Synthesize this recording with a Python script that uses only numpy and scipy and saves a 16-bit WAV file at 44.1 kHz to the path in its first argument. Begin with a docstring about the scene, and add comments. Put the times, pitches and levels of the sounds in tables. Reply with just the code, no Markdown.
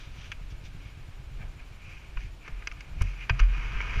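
"""Soft, muffled thuds of an idling single-cylinder motorcycle, which then slow and stop as it is switched off.
The rider's gloves and jacket rustle by stick-slip friction, controls click, and knocks set a camera
mount rocking. The listening point is inside the camera's closed case, whose resonances colour the
rustles and clicks. Faint wind, a distant river and a thin electronic whine lie underneath."""
import sys
import numpy as np
from scipy import signal
from scipy.fft import rfft, irfft
from scipy.io import wavfile

SR = 44100
rng = np.random.default_rng(int(sys.argv[2]) if len(sys.argv) > 2 else 0)


def generate_wav(signal):
    """Clip the signal to [-1, 1] and save it as 16-bit WAV at the path in sys.argv[1]."""
    frames = np.transpose(np.atleast_2d(signal))
    scaled = np.clip(frames, -1, 1) * 32767
    pcm = np.round(scaled).astype(np.int16)
    wavfile.write(sys.argv[1], SR, pcm)


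N = 176400


def amp(db):
    """Decibels to amplitude ratio."""
    return 10 ** (np.asarray(db) / 20)


def unit(x):
    """Normalisation to rms 1."""
    return x / np.sqrt(np.mean(x ** 2) + 1e-20)


def spectrum_db(points, hz):
    """A spectrum interpolated on a log-frequency axis."""
    point_hz, db = np.transpose(points)
    return np.interp(np.log(hz + 1), np.log(point_hz), db)


def envelope(points):
    """A gain for every sample, interpolated in decibels."""
    return amp(np.interp(np.arange(N) / SR, *np.transpose(points)))


def stroke(centre_s, db, sigma_s):
    """The Gaussian swell and fade of one movement."""
    return amp(db) * np.exp(-.5 * ((np.arange(N) / SR - centre_s) / sigma_s) ** 2)


def add(mix, start_s, sound):
    """Superposition of a sound on the mix."""
    part = mix[max(round(start_s * SR), 0):][:len(sound)]
    part += sound[:len(part)]


def bins(size=8192):
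    """The frequencies of a Fourier transform, in Hz."""
    return np.fft.rfftfreq(size, 1 / SR)


def above(edge_hz, order=8):
    """A shelf rising from 0 to 1 around the edge."""
    return 1 - 1 / (1 + (bins() / edge_hz) ** order)


def resonance(centre_hz, width_hz):
    """A Lorentzian peak, 1 at its centre."""
    return 1 / (1 + (2 * (bins() - centre_hz) / width_hz) ** 2)


def ring(modes, t):
    """Free vibration: a sum of damped sinusoids."""
    return sum(amp(db - 60 * t / t60) * np.sin(2 * np.pi * hz * t) for hz, db, t60 in modes)


def swing(t, width_s):
    """A pressure pulse: a rarefaction between two smaller compressions."""
    u = t / width_s
    return (2 * u ** 2 - 1) * np.exp(-u ** 2)


def noise(colour):
    """White noise filtered by rows of frequency_hz, relative_db; rms 1."""
    return unit(irfft(rfft(rng.standard_normal(N)) * amp(spectrum_db(colour, bins(N))), N))


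def drift(rate_hz):
    """Slow random fluctuation: low-passed noise of rms 1."""
    return unit(irfft(rfft(rng.standard_normal(N)) * np.exp(-(bins(N) / rate_hz) ** 2), N))


def through_case(x, tone_db=0):
    """The resonant camera case acts as a minimum-phase filter; tone_db adds the source's own colour."""
    # broad response of the case: frequency_hz, relative_db
    case_colour = [(100, -23.5), (420, -10), (600, -21.5), (1000, -9), (1500, -7.5), (1950, -8.5),
                   (2400, -4), (2800, -11), (3150, -16.5), (3500, -20.5), (5200, -24.5), (6200, -21.5),
                   (7000, -32), (7700, -41.5), (11000, -46), (15000, -60.5)]
    # its resonances: centre_hz, width_hz, lift_db
    case_modes = [(677, 15, 8), (996, 120, 3.5), (1243, 113, 6.5), (1437, 56, 5), (1586, 76, 7.5),
                  (1760, 100, 4.5), (2190, 140, 6), (2338, 87, 4), (2458, 67, 6.5), (2633, 86, 4.5),
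                  (2913, 190, 7.5), (3190, 130, 6.5), (4830, 110, 9.5), (5680, 140, 5.5)]
    db = spectrum_db(case_colour, bins())
    db += sum(lift * resonance(hz, width) for hz, width, lift in case_modes)
    log_gain = np.log(unit(amp(db)) * amp(tone_db))
    two_sided = np.concatenate([log_gain, log_gain[-2:0:-1]])
    impulse_response = np.fft.ifft(np.exp(np.conj(signal.hilbert(two_sided)))).real
    return signal.fftconvolve(x, impulse_response[:len(db)])


def river(level_db=-57, waver_db=.5):
    """Distant water and air merge into nearly steady broadband noise."""
    # spectral density: frequency_hz, relative_db
    colour = [(30, -1.5), (120, 1), (200, 1.5), (300, 2), (500, -3.5), (600, -2.5), (1000, -5.5),
              (2000, -8), (2600, -5.5), (3600, -10), (6500, -18.5), (8000, -22), (12000, -27),
              (15000, -33.5)]
    return noise(colour) * amp(level_db + waver_db * drift(15))


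def wind():
    """Turbulent pressure buffets the case: a low rumble that swells in gusts."""
    # spectral density: frequency_hz, relative_db
    colour = [(10, -14.5), (25, -5.5), (43, -4), (60, -10.5), (100, -18), (135, -19.5), (180, -31.5),
              (300, -50), (1000, -75), (4000, -100)]
    # strength of the buffeting: time_s, level_db
    gusts = [(0, -44), (.6, -41.5), (1.05, -45.5), (1.35, -39), (1.6, -43), (2.05, -46.5), (2.25, -36.5),
             (2.4, -45.5), (2.85, -45), (2.98, -33), (3.2, -48.5), (3.35, -35.5), (3.7, -36), (3.88, -42),
             (4, -19)]
    return noise(colour) * envelope(gusts)


def electronics_whine(pulse_hz=12, waver_hz=14):
    """The camera's electronics emit thin tones, pulsed in amplitude and randomly modulated in pitch."""
    # partials: pitch_hz, level_db
    tones = [(7027, -73), (14062, -78.5)]
    t = np.arange(N) / SR
    gate = np.clip(.5 + 2 * np.cos(2 * np.pi * pulse_hz * t), 0, 1)
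    out = np.zeros(N)
    for hz, db in tones:
        cycles = np.cumsum(hz + waver_hz * drift(54)) / SR
        out += amp(db) * np.sin(2 * np.pi * cycles)
    return gate * out


def friction(slips_per_s=3500, spread_db=2.5, flutter_db=.65):
    """Stick-slip friction: dense tiny impulses of uneven strength over a hiss."""
    slips = (rng.random(N) < slips_per_s / SR) * rng.standard_normal(N)
    slips *= amp(spread_db * np.minimum(rng.exponential(1, N), 4))
    rubbing = unit(.45 * unit(slips) + .5 * rng.standard_normal(N))
    return rubbing * amp(flutter_db * drift(27))


def cloth():
    """Friction noise follows the motion of sleeve and gloves and is filtered by the case."""
    # sleeve rubbing as the arm moves: time_s, level_db
    sleeve = [(0, -61), (.5, -62.5), (1.3, -62.5), (1.52, -62.5), (1.75, -61), (2.1, -61), (2.37, -76),
              (2.47, -49), (2.53, -58), (2.78, -56), (2.95, -59), (3.24, -53), (3.28, -53.5), (3.42, -42.5),
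              (3.47, -49.5), (3.57, -42), (3.7, -42), (3.98, -38)]
    # brushes of glove and cloth: centre_s, level_db, sigma_s, low_db, high_db, rasp_hz, rasp_db
    brushes = [(.01, -56.5, .05, 1.5, 12.5, 3570, 15.5), (0.22, -55.5, 0.066, -0.5, 11, 3460, 11),
               (0.515, -61.5, 0.013, -3, 18, 3360, 13), (0.658, -53.5, 0.013, -16, 12, 3600, 11),
               (0.863, -57.5, 0.055, -9, 5, 3520, 7), (1.423, -54, .014, -4.5, -6, 1900, 9),
               (1.603, -56, 0.017, -2, 0, 2400, 5), (1.928, -59, 0.091, -5, 9, 2500, 10.5),
               (2.224, -49, 0.047, -19, 1.5, 2730, -3), (2.45, -63, 0.026, -3, 7, 2420, 12),
               (2.58, -66, 0.02, -19, -4, 2550, 15), (3.075, -55, 0.067, -3.5, 9.5, 2460, 8),
               (3.223, -44, 0.021, -20, -2, 2200, 2.5)]
    slips = friction()
    out = through_case(friction() * envelope(sleeve), -2 * above(4500))[:N]
    for centre_s, db, sigma_s, low_db, high_db, rasp_hz, rasp_db in brushes:
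        tone_db = low_db * (1 - above(1400)) + high_db * above(3700)
        tone_db += rasp_db * resonance(rasp_hz, width_hz=960)
        out += through_case(slips * stroke(centre_s, db, sigma_s), tone_db)[:N]
    return out


def mount_rubbing():
    """Friction on the mount arrives as dull structure-borne noise when the rider shifts."""
    # the rider's movements: centre_s, level_db, sigma_s
    shifts = [(0.725, -52.5, 0.13), (1.437, -40.5, 0.03), (2.193, -53.5, .05), (2.5, -46, 0.017),
              (2.963, -49, 0.1), (3.334, -50, .025), (3.852, -44, 0.35)]
    # spectral density: frequency_hz, relative_db
    colour = [(40, 3), (90, 0.5), (135, 4), (180, -5.5), (300, -18), (500, -24), (700, -18), (4000, -65)]
    return noise(colour) * sum(stroke(*row) for row in shifts)


def contact_force(decay_s, soft_contact_s=.0055):
    """An impact is an impulse followed by a brief scrape whose treble dies first."""
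    t = np.arange(0, .06, 1 / SR)
    grit = rng.standard_normal(len(t))
    body = signal.sosfiltfilt(signal.butter(4, 3600, fs=SR, output="sos"), grit)
    treble = 1.35 * (grit - body) * np.exp(-t / (2.1 * decay_s))
    rise = 1 - np.exp(-t / (.56 * decay_s))
    scrape = (body + treble) * rise * np.exp(-t / decay_s)
    snap = 1.06 * np.exp(-(decay_s / soft_contact_s) ** 2)  # long contacts start softly
    force = unit(scrape) + snap * unit(1. * (t == 0))
    return force * np.sqrt(decay_s / t[-1])


def control_clicks():
    """Short impacts excite a resonance of the struck part and those of the case."""
    # clicks and knocks: start_s, level_db, decay_s, low_db, high_db, top_db, part_hz, part_db
    contacts = [(0.3179, -31, 0.004, -20, 2, 2, 3350, 11.5), (2.1724, -37.5, 0.0031, 2.5, -17, 10, 1270, 4),
                (2.479, -42.5, 0.004, 12.5, 3.5, 3, 1500, 8), (2.623, -44, 0.0036, -5, -18, 0, 1400, 3.5),
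                (2.6728, -30.5, 0.0024, -4, 15, -14, 2050, 11.5),
                (2.7151, -37, 0.0021, -26, -5, -3, 1690, -5), (2.7224, -45, 0.0015, 5, 14, -9, 6200, 5),
                (2.807, -40, 0.0032, -48, 7.5, 3, 4700, 2), (3.009, -40, .007, 7, 4, -5, 1040, 8),
                (3.02, -37.5, 0.0033, 11.5, 15.5, 9.5, 10210, 13),
                (3.2943, -27.5, 0.007, -18, -2.5, -8, 4700, 10),
                (3.2968, -20.5, 0.0032, 1.5, -7, -9.5, 2480, 5.5),
                (3.392, -30, 0.008, -1.5, 5.5, -12, 1170, 2.5),
                (3.4006, -31.5, 0.0024, -9, 8.5, -8, 6840, 7.5),
                (3.805, -29, 0.0025, -4, -29, -11, 1260, 0),
                (3.814, -36.5, 0.0016, -11, 7.5, -10, 2310, 16)]
    out = np.zeros(N)
    for start_s, db, decay_s, low_db, high_db, top_db, part_hz, part_db in contacts:
        tone_db = low_db * (1 - above(930, order=4)) + high_db * above(4300) + top_db * above(7500)
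        tone_db += part_db * resonance(part_hz, width_hz=290)
        add(out, start_s, amp(db) * through_case(contact_force(decay_s), tone_db))
    return out


def mount_knocks(lead_s=.04):
    """Soft force pulses excite the low, damped modes of the camera mount and its stiff bracket."""
    # pushes on the mount: centre_s, force_db, width_s, bracket_gain, direction_sign
    pushes = [(1.398, -53, 0.0031, 0.35, 1), (2.17, -31, 0.0049, 0.83, 1), (2.528, -31.5, 0.006, 0.39, 1),
              (2.912, -64, .003, 0.72, 1), (3.015, -28.5, .003, 1.7, -1), (3.054, -45.5, 0.0014, 2.1, 1),
              (3.308, -36.5, 0.002, 2.6, 1), (3.404, -19.5, 0.0032, 0.11, -1),
              (3.417, -14.5, 0.0083, .1, 1), (3.758, -26.5, 0.0056, 0.57, -1),
              (3.959, -20.5, 0.0034, 0.21, 1)]
    # rocking mode of the mount: pitch_hz, gain_db, t60_s
    mount_modes = [(42.2, 8, 0.6)]
    # modes of the bracket: pitch_hz, gain_db, t60_s
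    bracket_modes = [(90.6, 15, 0.082), (129.6, 7.5, 0.3)]
    t, out = np.arange(0, 1, 1 / SR), np.zeros(N)
    for centre_s, db, width_s, bracket_gain, direction in pushes:
        force = np.exp(-((t - lead_s) / width_s) ** 2)
        impulse_response = ring(mount_modes, t) + bracket_gain * ring(bracket_modes, t)
        rocking = signal.fftconvolve(force / force.sum(), impulse_response)
        add(out, centre_s - lead_s, direction * amp(db) * rocking)
    return out


def engine(first_beat_s=.0748, period_s=.1126, idle_beats=11, coast_beats=5, slowing=.019):
    """A pulse train of exhaust thuds and intake gulps, weaker and ever slower once the engine coasts."""
    # damped thump of one beat: pitch_hz, relative_db, t60_s
    thump_modes = [(41.6, -14.5, 0.14), (86, -3, 0.12), (126, -9.5, 0.2)]
    lead_s, puff_decay_s = .03, .029
    exhaust_db, intake_db, coast_drop_db = -36, -39.5, -2
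    t, out = np.arange(-lead_s, .4, 1 / SR), np.zeros(N)
    age_s = np.maximum(t, 0)
    cycles_coasted = np.maximum(np.arange(idle_beats + coast_beats) - idle_beats + 1, 0)
    gaps_s = period_s * (1 + slowing * cycles_coasted ** 2)
    beats_s = first_beat_s - period_s + np.cumsum(gaps_s)
    gas = noise([(40, 31), (130, -18), (250, -17), (500, -19), (2000, -43), (8000, -80)])
    for beat_s, gap_s, coasted in zip(beats_s, gaps_s, cycles_coasted):
        flow = np.roll(gas, -round(beat_s * SR))[:len(t)]
        puff = amp(-18) * (t > 0) * np.exp(-age_s / puff_decay_s) * flow
        exhaust = amp(exhaust_db) * (swing(t, width_s=.0048) + puff + ring(thump_modes, age_s))
        intake = amp(intake_db) * swing(t - gap_s / 2, width_s=.016)  # half a cycle later
        add(out, beat_s - lead_s, amp(coast_drop_db * (coasted > 0)) * (exhaust + intake))
    return out


def scene():
    """The pressures of all sources add at one listening point."""
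    out = engine() + cloth() + mount_rubbing() + wind() + river() + electronics_whine()
    out += control_clicks() + mount_knocks()
    return out[None]


def record(dry):
    """A linear-phase low-pass filter limits the bandwidth."""
    cutoff_hz = 15200
    low_pass = signal.firwin(511, cutoff_hz, window=("kaiser", 9), fs=SR)
    return signal.oaconvolve(dry, low_pass[None], "same")


dry = scene()
out = record(dry)
generate_wav(out)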